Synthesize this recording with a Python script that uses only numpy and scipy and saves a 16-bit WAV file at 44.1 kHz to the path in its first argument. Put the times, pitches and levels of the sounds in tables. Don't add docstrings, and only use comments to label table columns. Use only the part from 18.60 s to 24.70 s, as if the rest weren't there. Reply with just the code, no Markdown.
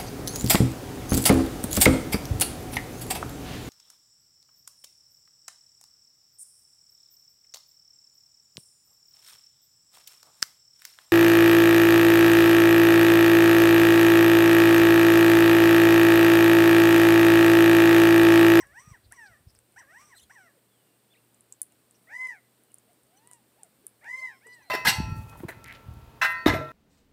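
import sys
import numpy as np
from scipy import signal
from scipy.fft import rfft, irfft
from scipy.io import wavfile
from scipy.ndimage import uniform_filter1d, map_coordinates

SR = 44100
rng = np.random.default_rng(int(sys.argv[2]) if len(sys.argv) > 2 else 0)


def unload_audio(sound):
    columns = np.transpose(np.atleast_2d(sound))
    steps = np.round(np.clip(columns, -1, 1) * 32767)
    wavfile.write(sys.argv[1], SR, steps.astype(np.int16))


def nominal_scale(level):
    x = np.asarray(level, float) / 20
    return 10 ** x


N = 269002


def track(rows, order, smooth_s=0.0092):
    s, *columns = np.transpose(rows)
    place = np.interp(np.arange(s[0], s[-1], 1 / SR), s, np.arange(len(s)))
    curves = []
    for column in columns:
        curve = map_coordinates(column, [place], order=order, mode="nearest")
        curves.append(uniform_filter1d(curve, int(smooth_s * SR) + 1))
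    return s[0], curves


def read(points, hz):
    f, value = np.transpose(points)
    return np.interp(np.log(hz + 1), np.log(f + 1), value)


def evened(x):
    return x / np.sqrt(np.mean(x ** 2) + 1e-20)


def add(mix, s, sound):
    part = mix[round(s * SR):][:len(sound)]
    part += sound[:len(part)]


def resonate(x, hz, width):
    return signal.lfilter(*signal.iirpeak(min(hz, SR / 2.2), hz / width, SR), x)


def resonate_twice(x, hz, width):
    return resonate(resonate(x, hz, width), hz, width)


def coloured(points):
    gain = nominal_scale(read(points, np.fft.rfftfreq(N, 1 / SR)))
    return evened(irfft(rfft(rng.standard_normal(N)) * gain, N))


def voice(hz, level_db, rough, throat, breath_db=-34, steady=True, count=14):
    waver = evened(uniform_filter1d(rng.standard_normal(len(hz)), 60))
    turns = np.cumsum(hz) / SR + 0.14 * np.clip(rough, 0, 1) * waver
    k = np.arange(1, count + 1)[:, None]
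    softer_db = 0.34 * (level_db - np.max(level_db)) * (k * hz > 4000)
    gains = nominal_scale(read(throat, k * hz) + softer_db) * (k * hz < SR / 2.5)
    loudness = np.sqrt((gains ** 2).sum(0) / 2) if steady else 1
    tone = (gains * np.cos(2 * np.pi * k * turns + k * k)).sum(0) / loudness
    air = rng.standard_normal(len(hz))
    breath = nominal_scale(breath_db) * (0.23 * air + 2 * resonate(air, 8450, 2500))
    fade = signal.windows.tukey(len(hz), min(0.0068 * SR / len(hz), 1))
    return nominal_scale(level_db) * (tone + breath) * fade


# pitch_hz [Hz], level_db [dB]
WASH_COLOUR = [(76, -41), (130, -6.5), (225, -3), (450, -6), (900, -13), (2050, -17), (4500, -19),
               (6400, -25), (7500, -19.5), (8600, -12.5), (10000, -20.5), (15500, -17.5), (16000, -50)]


def yard():
    swell, waver = (evened(uniform_filter1d(uniform_filter1d(rng.standard_normal(N), 4000), 4000))
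                    for _ in range(2))
    hum_hz = 119 + 3 * waver
    hum = nominal_scale(1.6 * swell[::-1]) * np.cos(2 * np.pi * np.cumsum(hum_hz) / SR)
    wash = nominal_scale(-67 + 0.36 * swell) * coloured(WASH_COLOUR)
    return wash + nominal_scale(-74.5) * hum


# start_s [s], peak_db [dB], pitch_hz [Hz]
WIND_PUFFS = [(0.029, -66.5, 68), (0.059, -57, 148), (0.111, -60, 72), (0.189, -59, 115), (0.27, -41, 124),
              (0.308, -38.5, 105), (0.453, -48.5, 81.4), (0.478, -59, 64.6), (0.519, -70, 65),
              (0.71, -56, 113), (0.799, -57, 112), (0.862, -41.5, 93), (0.96, -55, 85)]
# start_s [s], level_db [dB]
WIND_STRENGTH = [(0.0, -59.5), (0.2, -81), (0.3, -65), (0.42, -74), (0.49, -62), (0.61, -81), (0.7, -63),
                 (0.76, -79), (0.88, -66), (1.09, -85), (1.15, -76), (1.44, -78), (1.51, -84), (1.65, -73),
                 (1.73, -88), (2.43, -94), (3.06, -84.5), (3.43, -90), (3.52, -80), (3.82, -91),
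                 (5.98, -84), (6.1, -82)]


def wind():
    t = np.arange(N) / SR
    strength_db = np.interp(t, *np.transpose(WIND_STRENGTH))
    out = nominal_scale(strength_db) * coloured([(20, -61), (45, -2), (70, 7), (100, 5), (160, -18), (300, -47)])
    for s, db, hz in WIND_PUFFS:
        cycle = np.arange(2000) / SR * hz - 1
        add(out, s, nominal_scale(db) * np.exp(-(cycle / 0.5) ** 2) * np.cos(2 * np.pi * cycle))
    return out


# start_s [s], pitch_hz [Hz], level_db [dB]
FAR_QUAIL_CALLS = [
    [(1.95, 606, -81), (1.97, 532, -66), (1.998, 418, -74), (2.01, 390.5, -101)],
    [(3.5, 547, -66.5), (3.564, 683, -72), (3.592, 714, -68), (3.628, 730, -64), (3.67, 810, -80)],
    [(4.27, 538, -88), (4.288, 662, -70), (4.306, 736, -66.5), (4.34, 527.9, -78)],
    [(4.4, 461.2, -76), (4.48, 606, -78.5), (4.544, 747, -68.5), (4.598, 857.3, -70), (4.682, 984, -68.5),
     (4.712, 997, -64), (4.774, 913.3, -69.5), (4.82, 731.9, -79)],
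    [(4.96, 488, -71), (4.984, 767, -69), (5.0, 934, -67), (5.062, 652, -66), (5.08, 596.6, -81)],
    [(5.22, 391, -80), (5.24, 436, -74), (5.248, 405, -57), (5.26, 380, -69)],
    [(5.41, 654, -77), (5.444, 955, -61.5), (5.47, 889, -54), (5.5, 463, -67)],
    [(5.53, 428, -73), (5.62, 636, -61.5), (5.676, 983, -62.5), (5.718, 1054, -63.5), (5.786, 1068, -68.5),
     (5.8, 1074, -93)],
    [(5.855, 506, -91), (5.863, 474, -51.5), (5.871, 452, -63), (5.89, 416, -58)],
    [(5.98, 515, -68), (6.004, 810, -70), (6.02, 1045, -61), (6.032, 979.5, -74), (6.1, 625, -62)],
]
# pitch_hz [Hz], level_db [dB]
FAR_QUAIL_THROAT = [(400, 10.5), (1000, -8), (1700, -18), (2000, -10.5), (2300, -19), (2900, -17),
                    (3400, -21), (5000, -42)]


def far_quail():
    out = np.zeros(N)
    for rows in FAR_QUAIL_CALLS:
        s, (hz, level_db) = track(rows, order=1, smooth_s=.005)
        add(out, s, voice(hz, level_db, .04, FAR_QUAIL_THROAT))
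    return out


# start_s [s], pitch_hz [Hz], level_db [dB]
BIRD_CHIRP = [(1.545, 3726, -69), (1.57, 4214, -54.5), (1.582, 3880, -54.5), (1.59, 3120, -64),
              (1.6, 2900, -54.5), (1.607, 3036, -62), (1.617, 3790, -63), (1.635, 3350, -57.5),
              (1.655, 3300, -81)]
# start_s [s], pitch_hz [Hz], level_db [dB]
BIRD_WHISTLES = [
    [(2.05, 2832, -87), (2.086, 3470, -86), (2.1, 3538, -82), (2.126, 3429, -78), (2.184, 3052, -81),
     (2.216, 2918, -81), (2.316, 2780, -85), (2.38, 2790, -86), (2.45, 3052, -89)],
    [(2.5, 3370, -72), (2.53, 3580, -65), (2.554, 1826, -69), (2.58, 2790, -69.5), (2.6, 2660, -85)],
]
# start_s [s], pitch_hz [Hz], level_db [dB]
PURE_WHISTLES = [
    [(1.9, 8100, -89), (2.05, 8250, -84), (2.1, 8800, -83), (2.25, 8500, -89), (2.35, 8600, -81),
     (2.5, 8800, -88)],
    [(5.89, 4150, -76), (5.93, 4160, -68), (6, 4060, -80), (6.05, 4120, -70.5), (6.1, 4130, -65)],
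    [(5.56, 3900, -71), (5.6, 4200, -71), (5.65, 3950, -69), (5.72, 3800, -70)],
    [(5.67, 5050, -78), (5.72, 5250, -75), (5.8, 5350, -73)],
]
# pitch_hz [Hz], level_db [dB]
CHIRP_BILL = [(3000, 0), (4000, -2.5), (8000, -0.5), (10500, 2.5), (12000, -8), (14000, -30)]
WHISTLE_BILL = [(2000, 0), (4500, -15), (6000, -57), (16000, -72)]
# start_s [s], pitch_hz [Hz], level_db [dB], length_s [s]
BIRD_PEEPS = [(2.55, 3780, -72, .02), (3.1, 2850, -78.5, .04), (3.333, 2910, -76, 0.032),
              (4.094, 2920, -71.5, 0.029), (4.565, 3000, -69.5, 0.023), (4.564, 4280, -74, 0.049),
              (4.556, 6000, -66.5, 0.042), (5.583, 4500, -59, .03), (5.969, 1970, -65.5, 0.148),
              (1.573, 4200, -59, 0.024), (1.629, 4150, -65, .02), (1.63, 7600, -72, .02),
              (1.643, 3280, -68, .015), (6.02, 6030, -69, 0.026), (3.8, 2020, -74.5, .1)]


def small_birds():
    out = np.zeros(N)
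    for calls, throat, rough, count in ((BIRD_WHISTLES, WHISTLE_BILL, .04, 14),
                                        (PURE_WHISTLES, [(4000, 0)], .5, 1),
                                        ([BIRD_CHIRP], CHIRP_BILL, .6, 14)):
        for rows in calls:
            s, (hz, level_db) = track(rows, order=1, smooth_s=.005)
            add(out, s, voice(hz, level_db, rough, throat, count=count))
    for s, hz, db, length in BIRD_PEEPS:
        swell = np.hanning(int(length * SR))
        add(out, s, swell * voice(hz * (.97 + 0.0345 * swell), db, 0.39, WHISTLE_BILL, count=1))
    return out


# start_s [s], pitch_hz [Hz], width_hz [Hz], level_db [dB], length_s [s]
WING_FLUTTERS = [
    (0.43, 4070, 900, -66, 0.045),
    (0.653, 4570, 1200, -61.5, .035),
    (0.863, 5160, 905, -68, 0.072),
    (0.952, 5200, 900, -64.5, 0.022),
    (3.333, 5700, 830, -70, 0.046),
    (4.702, 8500, 3000, -60, 0.074),
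    (5.861, 8200, 1200, -57, .025),
    (5.914, 4800, 900, -61, .04),
    (5.923, 8200, 1200, -61, 0.044),
]


def flutters():
    out = np.zeros(N)
    for s, hz, width, db, length in WING_FLUTTERS:
        count = int(length * SR)
        grit = rng.standard_normal(4000)[:count]
        add(out, s, nominal_scale(db) * np.hanning(count) * evened(resonate_twice(grit, hz, width)))
    return out


# start_s [s], peak_db [dB], ring_hz [Hz], thud_db [dB], click_db [dB], sizzle_db [dB]
SEED_CRACKS = [(0.0707, -47, 8800, -19, -29, -20), (0.5227, -29, 9130, -18, -32, -23),
               (0.9045, -52, 9460, -16, -14, -21), (0.9502, -47.5, 8620, -9, -6, -13),
               (0.9892, -42, 8700, -13, -22, -21), (1.1228, -54, 8900, -23, -21, -19),
               (1.1418, -55, 8600, -4, -4, -22), (2.6484, -56, 9730, -14, -19, -21),
               (2.7452, -46.5, 8200, -23, -26, -26), (2.808, -42, 9200, -33, -38, -23),
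               (2.9243, -29.5, 8000, -30, -28, -21), (3.017, -15, 9500, -32.5, -43, -10),
               (3.1223, -46.5, 8950, -15, -24, -20), (3.3104, -42.5, 8300, -23, -25, -19),
               (3.4351, -53.5, 9090, -17, -24, -21), (3.6721, -40, 9300, -5, -21, -29),
               (4.0367, -50, 10000, -24, -23, -24), (4.1185, -48, 9100, -18, -25, -10),
               (4.143, -31, 9800, -27, -41, -27), (4.1844, -41, 8800, -23, -25, -29),
               (4.3326, -50, 9010, -21, -24, -20), (4.4338, -51, 9200, -18, -23, -21),
               (4.4687, -54, 9080, -19, -24, -20), (4.5735, -48.5, 8050, -22, -11, -20),
               (4.6738, -37.5, 9000, -16, -33, -29), (4.7132, -35, 9020, -14, -30, -18),
               (4.7336, -34, 8800, -19, -36, -22), (5.033, -29.5, 8900, -28, -36, -21),
               (5.2674, -23.5, 9800, -29, -44, -27), (5.444, -48.5, 8300, 5.5, -17, -19),
               (5.8691, -43.5, 8940, -4, -24, -25)]


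def cracks():
    out, t = np.zeros(N), np.arange(3000) / SR
    for s, db, ring_hz, *parts_db in SEED_CRACKS:
        grit = rng.standard_normal((2, 3000))
        snap = (t == 0) + 0.16 * grit[0] * np.exp(-t / 0.0014)
        ring = resonate_twice(resonate(snap, ring_hz, 2540), ring_hz, 4400)
        crack = ring / abs(ring).max()
        for part_db, hz, width in zip(parts_db, (1300, 5600, 13500), (2300, 3400, 2500)):
            part = resonate_twice(snap, hz, width)
            crack = crack + nominal_scale(part_db) * part / abs(part).max()
        scatter = nominal_scale(-13) * grit[1] * np.exp(-t / 0.02) * (abs(grit[0]) > 1.75)
        scatter[[530, 568, 650]] += .6, 1, .55
        returns = signal.fftconvolve(crack, scatter)[:3000]
        add(out, s, nominal_scale(db) * (crack + nominal_scale(-19.5) * returns))
    return out


# start_s [s], pitch_hz [Hz], effort_db [dB], rasp_db [dB]
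ROUGH_QUAIL_CALLS = [
    [(0.0, 1082, -43, -55.5), (0.024, 1029, -46, -63), (0.05, 544, -58, -80), (0.114, 581.3, -60.5, -88),
     (0.184, 959.4, -44, -54.5), (0.24, 1239, -53.5, -77), (0.306, 1228, -52, -70), (0.34, 1005, -48, -79),
     (0.38, 593.5, -65, -85)],
    [(0.51, 593, -58, -94), (0.524, 835, -45, -61), (0.544, 1195, -54, -77), (0.58, 963, -50.5, -62),
     (0.632, 871, -46.5, -65), (0.764, 565.6, -61.5, -88), (0.78, 650, -66.5, -91)],
    [(1.16, 667, -49.5, -79), (1.194, 1102, -45, -56), (1.234, 554.4, -57, -84), (1.26, 521.6, -68, -89),
     (1.312, 636.4, -53, -62), (1.42, 1201, -46, -73.5), (1.476, 1215, -59.5, -73.5),
     (1.52, 1040, -49, -71), (1.57, 595, -61.5, -81)],
    [(1.695, 602, -52.5, -89), (1.707, 822, -46.5, -68), (1.725, 1179, -54, -75), (1.787, 792, -51.5, -61),
     (1.869, 664.9, -55.5, -79), (1.897, 566, -66, -99), (1.915, 552, -64, -98)],
]
# pitch_hz [Hz], level_db [dB]
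ROUGH_QUAIL_THROAT = [(500, -12), (1000, -9.5), (1300, -9), (1550, -1.5), (1900, 2.5), (2080, -11.5),
                      (2250, -15), (3000, -22.5), (4400, -46.5), (5700, -14), (6800, -38), (8200, -15),
                      (9500, -35)]
# pitch_hz [Hz], width_hz [Hz], level_db [dB]
RASP_HOLLOWS = [
    (1930, 410, 1.5),
    (5790, 420, 10.5),
    (8200, 1000, 7.5),
]


def rough_quail():
    out = np.zeros(N)
    for rows in ROUGH_QUAIL_CALLS:
        s, (hz, effort_db, rasp_db) = track(rows, order=1, smooth_s=0.0175)
        strain = np.clip((hz - 980) / 200, 0, 1)
        opening = 1 + 0.96 * np.cos(2 * np.pi * np.cumsum(hz) / SR)
        puffs = rng.standard_normal(len(hz)) * opening
        rasp = sum(nominal_scale(db) * evened(resonate_twice(puffs, f, w)) for f, w, db in RASP_HOLLOWS)
        rough = 0.067 + 0.53 * strain
        tone = voice(hz, effort_db, rough, ROUGH_QUAIL_THROAT, breath_db=-40, steady=False)
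        call = tone + nominal_scale(rasp_db - 3) * strain ** .5 * rasp
        for delay_s, db in ((0, 0), (.0074, -12.5), (.0105, -14)):
            add(out, s + delay_s, nominal_scale(db) * call)
    return out


# start_s [s], pitch_hz [Hz], level_db [dB]
WALL_QUAIL_CALLS = [
    [(3.47, 610, -60.5), (3.509, 818.0, -51), (3.548, 982, -40), (3.586, 1015, -40.5), (3.625, 1028, -37),
     (3.664, 1012.3, -39), (3.702, 963, -41), (3.741, 800, -55), (3.78, 679, -63.5), (3.795, 595, -72)],
    [(5.41, 539, -65.5), (5.453, 802, -50.5), (5.495, 980.4, -40), (5.537, 1025, -38.5),
     (5.58, 1042, -37.5), (5.623, 1029, -37.5), (5.665, 1002, -41), (5.707, 855, -52), (5.75, 713, -64.5),
     (5.768, 630, -69)],
]
# delay_s [s], level_db [dB]
ECHOES = [
    (.0186, -1.3),
    (.01857, -1.8),
]
# start_s [s], pitch_hz [Hz], level_db [dB]
ANSWER_CALL = [(5.81, 690, -64), (5.834, 842.0, -64), (5.86, 969.9, -53.5), (5.91, 987, -50),
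               (5.96, 963, -55.5), (6.058, 754, -72), (6.08, 676, -84)]
# pitch_hz [Hz], level_db [dB]
WALL_QUAIL_THROAT = [(500, -9), (1000, -23), (1500, -12), (2060, -2.5), (2300, -11.5), (2820, -37.5),
                     (4200, -45), (5100, -30.5), (6100, -33), (7300, -36), (8400, -39), (9500, -71)]
ANSWER_CALL_THROAT = [(700, -19), (1000, -16.5), (1500, -12.5), (2000, 1.5), (2300, -8), (3000, -23.5),
                      (4000, -33), (5000, -23), (6000, -25), (7000, -36)]


def wall_quail():
    out = np.zeros(N)
    for rows, (delay_s, db) in zip(WALL_QUAIL_CALLS, ECHOES):
        s, (hz, level_db) = track(rows, order=3)
        call = voice(hz, level_db, 0.011, WALL_QUAIL_THROAT, breath_db=-26.5)
        add(out, s, call)
        add(out, s + delay_s, nominal_scale(db) * call)
    s, (hz, level_db) = track(ANSWER_CALL, order=3)
    answer = voice(hz, level_db, .03, ANSWER_CALL_THROAT, breath_db=-30)
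    add(out, s, answer)
    add(out, s + .0125, nominal_scale(-12) * answer)
    return out


def tail(x):
    t = np.arange(9000) / SR
    sparse = rng.standard_normal(9000) * (rng.random(9000) < .03)
    taps = sparse * nominal_scale(-60 * t / 0.39) * (t > .004)
    return signal.fftconvolve(x, taps / np.linalg.norm(taps))[:N]


def scene():
    background = yard() + wind()
    others = far_quail() + small_birds() + flutters() + rough_quail()
    near = wall_quail()
    scattered = tail(nominal_scale(-27) * near + nominal_scale(-16) * others)
    return (background + others + cracks() + near + scattered)[None]


def band_limit(x):
    return signal.sosfilt(signal.butter(12, 16970, fs=SR, output="sos"), x)


def record(dry):
    edges_hz = 30, 16400
    band = signal.butter(4, edges_hz, "bandpass", fs=SR, output="sos")
    return band_limit(signal.sosfilt(band, dry))


dry = scene()
out = record(dry)
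unload_audio(out)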